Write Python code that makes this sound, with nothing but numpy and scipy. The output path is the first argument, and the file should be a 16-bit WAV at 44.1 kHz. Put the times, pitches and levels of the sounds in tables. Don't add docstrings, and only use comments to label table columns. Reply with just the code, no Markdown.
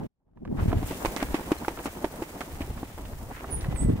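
import sys
import numpy as np
from scipy import signal
from scipy.fft import rfft, irfft
from scipy.io import wavfile
from scipy.ndimage import uniform_filter1d

SR = 44100
rng = np.random.default_rng(int(sys.argv[2]) if len(sys.argv) > 2 else 0)


def digitize_waveform(pressure):
    field = np.atleast_2d(pressure).T
    bounded = np.clip(field, -1, 1)
    quanta = np.round(bounded * 32767).astype(np.int16)
    wavfile.write(sys.argv[1], SR, quanta)


N = 176400
T = np.arange(N) / SR
HIT_T = np.arange(int(.08 * SR)) / SR


def from_db(db):
    return 10 ** (np.asarray(db) / 20)


def rms_one(x):
    return x / np.sqrt(np.mean(x ** 2) + 1e-20)


def in_time(rows):
    times, *columns = np.transpose(rows)
    return [np.interp(T, times, column) for column in columns]


def at_hz(points, hz):
    freqs, values = np.transpose(points)
    return np.interp(np.log(hz + 1), np.log(freqs), values)


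def pan(db):
    gains = from_db(np.array([[.5], [-.5]]) * db)
    return gains / np.sqrt(np.mean(gains ** 2, axis=0))


def delayed(x, lag_s):
    return np.interp(T - lag_s, T, x)


def add(track, s, sound):
    i = int(np.clip(s * SR, 0, N - 1))
    track[i:i + len(sound)] += sound[:N - i]


def drift(rate_hz):
    step = 40
    pole = np.exp(-2 * np.pi * rate_hz * step / SR)
    noise = rng.standard_normal(N // step + 2002)
    slow = signal.lfilter([1], [1, -2 * pole, pole * pole], noise)[2000:]
    return np.interp(np.arange(N) / step, np.arange(len(slow)), rms_one(slow))


def grains(per_s, spread_db):
    sizes = from_db(spread_db * np.minimum(rng.exponential(1, N), 4))
    return (rng.random(N) < per_s / SR) * sizes * rng.standard_normal((2, N))


# (frequency [Hz], left-right correlation [-1 to 1])
AIR_CORRELATION = [(30, 0.92), (100, 0.97), (250, 0.98), (600, 0.74), (1200, 0.36), (2500, -0.47),
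                   (6000, 0.022), (15000, -0.075)]
# (frequency [Hz], left minus right [dB])
AIR_BALANCE = [(60, 0.5), (300, -0.5), (1000, 0.5), (2500, -1.5), (5000, 0), (9000, -2.5), (14000, 2)]
def colour(pair, eq):
    hz = np.arange(N // 2 + 1) * SR / N
    mid, side = rfft(pair)
    alike = np.clip(at_hz(AIR_CORRELATION, hz), -.99, .99)
    stereo = np.sqrt(1 + alike) * mid + np.sqrt(1 - alike) * side * np.array([[1], [-1]])
    return rms_one(irfft(stereo * pan(at_hz(AIR_BALANCE, hz)) * from_db(at_hz(eq, hz)), N))


def air(eq, level_db, flicker_db, rate_hz):
    noise = colour(rng.standard_normal((2, N)), eq) * from_db(flicker_db * drift(rate_hz))
    slow_power = uniform_filter1d(np.mean(noise ** 2, axis=0), size=SR // 10)
    return noise / np.sqrt(slow_power) * from_db(level_db)


# (time [s], body [dB], mid hiss [dB], treble hiss [dB])
WIND_LEVELS = [(0, -40.5, -58, -70), (.066, -48.5, -59, -75), (.082, -100, -110, -110),
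               (.25, -80, -105, -110), (.42, -66, -75, -105), (.54, -49.5, -63, -66),
               (.62, -38.5, -48, -52), (.78, -39, -45, -55.5), (.88, -40, -57, -42.5),
               (1.08, -39, -46.5, -42.5), (1.4, -40, -46, -47), (2.1, -40.5, -52, -48.5),
               (2.45, -43, -50.5, -48.5), (2.85, -46.5, -54.5, -51.5), (3.3, -44.5, -59.5, -51),
               (3.55, -42.5, -47.5, -53), (4, -44, -51, -59.5)]
# (frequency [Hz], relative level [dB])
BODY_EQ = [(100, -5.5), (250, 4.5), (450, -2.5), (900, -4.5), (1300, -15), (2000, -29), (4000, -59)]
MID_HISS_EQ = [(700, -0.5), (1300, -2), (1900, -0.5), (3000, -5.5), (4500, -13), (9000, -16.5)]
TREBLE_HISS_EQ = [(1800, 1), (3500, -5), (6000, -2), (9000, 0), (11000, -3.5), (16000, 0)]
def wind():
    body_db, mid_db, treble_db = in_time(WIND_LEVELS)
    body = air(BODY_EQ, body_db, flicker_db=8.0, rate_hz=8.0)
    mid_hiss = air(MID_HISS_EQ, mid_db, flicker_db=2.5, rate_hz=25)
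    treble_hiss = air(TREBLE_HISS_EQ, treble_db, flicker_db=1.77, rate_hz=34)
    return body + mid_hiss + treble_hiss


# (frequency [Hz], relative level [dB])
RIPPLE_EQ = [(120, -28), (300, 6.5), (900, -2), (2000, -13), (5000, -28), (15000, -47)]
def flutter():
    body_db, _, treble_db = in_time(WIND_LEVELS)
    ripples = colour(grains(per_s=260, spread_db=-5.5), RIPPLE_EQ)
    ripples = rms_one(ripples * from_db(2.5 * drift(rate_hz=9.7)))
    rustle = colour(grains(per_s=94, spread_db=-5.5), TREBLE_HISS_EQ)
    return ripples * from_db(body_db - 8) + rustle * from_db(treble_db - 11)


# (time [s], rumble [dB], bluster [dB])
GUST_LEVELS = [(0, -69, -35), (.066, -51, -34.5), (.082, -93, -89), (.19, -83.5, -88), (.42, -49, -44),
               (.49, -41, -31), (.62, -31.5, -29.5), (.69, -27, -29), (.78, -32, -32), (.84, -32.5, -42.5),
               (1.0, -51, -56), (1.08, -33.5, -51), (1.15, -55, -49), (1.3, -31.5, -41.5),
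               (1.38, -44.5, -51), (2.47, -52, -57), (2.53, -39.5, -56), (2.72, -35, -43.5),
               (2.91, -48.5, -52), (3.03, -37.5, -53), (3.22, -39.5, -59), (3.42, -47, -71),
               (3.58, -30, -34), (3.65, -35, -47), (3.70, -25, -33.5), (3.77, -33.5, -41.5),
               (3.87, -23.5, -21), (3.94, -33.5, -27.5), (4, -33.5, -44)]
# (frequency [Hz], relative level [dB])
RUMBLE_EQ = [(15, -5.5), (28, 4), (50, 7.5), (80, 4.5), (120, -2.5), (200, -13), (400, -71)]
BLUSTER_EQ = [(50, -21.5), (90, -8.5), (130, -3), (200, -3.5), (300, -7), (450, -14), (800, -33),
              (2000, -70)]
# (time [s], level [dB], frequency [Hz])
EDDIES = [(0.629, -15.5, 80), (0.686, -12, 87.5), (0.771, -14, 85.5), (3.688, -15, 132), (3.85, -12, 130),
          (3.893, -15, 164), (3.937, -12.5, 126)]
# (time [s], lag of the right channel [s])
EDDY_LAG = [(0.85, .0011), (3.6, -.0008)]
def buffeting(eddy_width_cycles=0.35):
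    rumble_db, bluster_db = in_time(GUST_LEVELS)
    gusts = air(RUMBLE_EQ, rumble_db, flicker_db=3.0, rate_hz=24.5)
    gusts += air(BLUSTER_EQ, bluster_db, flicker_db=5.0, rate_hz=55)
    for s, db, hz in EDDIES:
        cycles = (T - s) * hz
        swell = np.exp(-np.minimum(np.square(cycles / eddy_width_cycles) / 2, 20))
        gusts += from_db(db) * np.sin(2 * np.pi * cycles) * swell
    lag_s, = in_time(EDDY_LAG)
    return np.array([delayed(gusts[0], -lag_s / 2), delayed(gusts[1], lag_s / 2)])


def from_banner(x):
    return np.array([delayed(x, lag_s=0.000089), x]) * pan(db=-4.5)


# (time [s], level [dB], band centre [Hz])
FLICKS = [(0.3724, -48.5, 660), (0.451, -36.5, 814), (0.475, -47.5, 1200), (0.717, -34.5, 1200),
          (1.2025, -30.5, 1660), (1.6473, -27.5, 875), (1.774, -30.5, 790), (1.789, -31, 1220),
          (2.412, -24, 980), (2.618, -37.5, 2360), (2.776, -35.5, 830), (3.054, -43, 2220),
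          (3.3113, -31.5, 626), (3.443, -29.5, 830), (3.609, -39.5, 3600), (3.644, -32.5, 1300),
          (3.7586, -35.5, 1490)]
def flicks(decay_s=0.0048, band_ratio=1.58):
    out = np.zeros(N)
    for s, db, hz in FLICKS:
        band = signal.butter(2, [hz / band_ratio, hz * band_ratio], "band", fs=SR, output="sos")
        burst = rms_one(signal.sosfilt(band, rng.standard_normal(len(HIT_T))))
        add(out, s, from_db(db) * burst * np.exp(-HIT_T / decay_s))
    return from_banner(out)


# (peak time [s], half length [s], level [dB], band pitch [Hz])
SWISHES = [(0.599, 0.014, -36, 1230), (0.91, 0.044, -45.5, 2730), (0.873, 0.011, -45, 12200),
           (1.025, 0.017, -39.5, 960), (1.219, 0.0054, -37, 1890), (1.512, 0.0044, -33, 800),
           (1.848, 0.014, -45, 10000), (1.866, 0.025, -48, 1810), (2.8, 0.28, -59, 2960),
           (3.37, 0.039, -45.5, 1850)]
def swishes():
    out = np.zeros((2, N))
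    for s, half_length, db, hz in SWISHES:
        band = signal.butter(2, [hz / 1.9, min(hz * 1.25, .45 * SR)], "band", fs=SR, output="sos")
        rub = signal.sosfilt(band, grains(per_s=2200, spread_db=2) + 1e-18)
        swell = np.exp(-.5 * ((T - s) / half_length) ** 2)
        out += rms_one(rub) * from_db(db) * swell
    return out


def swing(hz, decay_s):
    return -np.sin(2 * np.pi * hz * HIT_T) * np.exp(-HIT_T / decay_s)


# (time [s], thump level [dB], thump pitch [Hz],
# snap level [dB], snap pitch [Hz], crackle level [dB], crackle decay [s])
FLAPS = [(0.7286, -19, 329, -12.5, 704, -44, 0.0075), (0.8287, -22.5, 286, -21.5, 780, -44, 0.02),
         (0.91, -18.5, 311, -38, 600, -38, 0.007), (1.0488, -21, 336, -10.5, 706, -28, 0.0061),
         (1.058, -23, 354, -16, 685, -27, 0.0054), (1.1636, -22.5, 292, -26, 895, -31, 0.011),
         (1.2263, -18.5, 290, -17, 617, -25, 0.0032), (1.3433, -12, 325, -15.5, 800, -28.5, 0.011),
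         (1.5174, -7.5, 328, -18, 1000, -27, 0.0062), (1.6814, -18.5, 356, -11.5, 856, -27.5, 0.0034),
         (1.857, -20, 313, -27, 800, -30.5, 0.008), (2.0434, -19, 343, -9.5, 640, -32.5, 0.006),
         (2.2209, -18.5, 353, -24.5, 714, -37, 0.0084), (2.407, -27.5, 290, -28, 1130, -34.5, 0.007),
         (2.607, -20.5, 294, -23, 690, -38.5, 0.0087), (2.830, -22.5, 294, -25.5, 836, -48.5, 0.012),
         (3.726, -26, 223, -24, 700, -52, 0.0062)]
def flaps(thump_attack_s=0.00054, sag_per_s=3, snap_delay_s=0.00021, whip_gap_s=0.002836):
    thumps, snaps = np.zeros(N), np.zeros(N)
    attack = 1 - np.exp(-HIT_T / thump_attack_s)
    for s, thump_db, thump_hz, snap_db, snap_hz, _, _ in FLAPS:
        gap_scatter, pitch_scatter, whip_scatter = np.exp(rng.normal(0, 0.18, 3))
        thump = swing(thump_hz / (1 + sag_per_s * HIT_T), decay_s=0.0052) * attack
        add(thumps, s, from_db(thump_db) * thump)
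        bite = from_db(-19.5) * swing(hz=2300 * pitch_scatter, decay_s=0.00029)
        snap = from_db(snap_db) * (swing(snap_hz, decay_s=0.0009) + bite)
        whip = from_db(-1.5) * whip_scatter ** 2 * snap
        add(snaps, s + snap_delay_s, snap)
        add(snaps, s + snap_delay_s + whip_gap_s * gap_scatter, whip)
    soft_cloth = signal.butter(4, 3920, fs=SR, output="sos")
    return thumps * pan(db=0.5) + from_banner(signal.sosfilt(soft_cloth, snaps))


# (frequency [Hz], relative level [dB])
CRACKLE_EQ = [(150, -32), (400, -9.5), (900, 3.5), (1400, -5), (2200, -2.5), (3200, -11), (4300, -16),
              (8000, -21), (16000, -28)]
def crackle():
    power = np.zeros(N)
    for s, *_, db, decay_s in FLAPS:
        add(power, s, from_db(db) ** 2 * np.exp(-HIT_T / decay_s))
    folds = colour(grains(per_s=3000, spread_db=1.5), CRACKLE_EQ)
    return folds * np.sqrt(power) * pan(db=-3)


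# (time [s], level [dB])
HEM_TICKS = [(0.884, -27), (1.061, -22), (1.1643, -14), (1.169, -25), (1.2294, -20)]
def hem_ticks():
    out = np.zeros(N)
    tick = 2 * swing(hz=4370, decay_s=.00008)
    for s, db in HEM_TICKS:
        add(out, s, from_db(db) * tick)
    return out * pan(db=-28)


# (peak time [s], half length [s], pitch [Hz], level [dB])
FAR_NOTES = [(1.583, 0.0085, 4130, -52), (3.794, 0.17, 2000, -58)]
def far_birds(sag_hz_per_s=180):
    out = np.zeros(N)
    for s, half_length, hz, db in FAR_NOTES:
        phase = 2 * np.pi * np.cumsum(hz - sag_hz_per_s * (T - s)) / SR
        swell = np.exp(-np.square((T - s) / half_length) ** 2)
        out += from_db(db) * np.sin(phase) * swell
    return out


# (time [s], pitch [Hz], level [dB])
BIRD_CALLS = [
    [(3.492, 11300, -81), (3.512, 9980, -34), (3.526, 9500, -29), (3.546, 9630, -31), (3.553, 9700, -48),
     (3.562, 10100, -62)],
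    [(3.744, 10000, -60), (3.757, 8930, -49), (3.784, 7850, -37), (3.80, 7930, -34), (3.812, 8640, -40),
     (3.83, 8700, -40)],
]
def small_bird(warble_depth_hz=120, warble_rate_hz=95, tail_t60_s=0.24, tail_db=0.5):
    calls = np.zeros(N)
    warble = warble_depth_hz * np.sin(2 * np.pi * warble_rate_hz * T)
    for call in BIRD_CALLS:
        hz, db = in_time(call)
        progress = (T - call[0][0]) / (call[-1][0] - call[0][0])
        hz = hz + warble * np.clip(progress, 0, 1) ** 2
        gate = (progress > 0) & (progress < 1)
        calls += np.sin(2 * np.pi * np.cumsum(hz) / SR) * from_db(db) * gate
    t = T[:SR // 2]
    trees = rng.standard_normal((2, len(t))) * from_db(-60 * t / tail_t60_s)
    tail = signal.fftconvolve(calls[None], trees, axes=1)[:, :N]
    tail = rms_one(tail) * calls.std() * from_db(tail_db)
    return calls * pan(db=-32) + tail * pan(db=-6)


def scene():
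    banner = flaps() + flicks() + crackle() + hem_ticks() + swishes() + flutter()
    return banner + wind() + buffeting() + far_birds() + small_bird()


def record(dry):
    return signal.sosfilt(signal.ellip(12, .1, 80, 15700, fs=SR, output="sos"), dry)


dry = scene()
out = record(dry)
digitize_waveform(out)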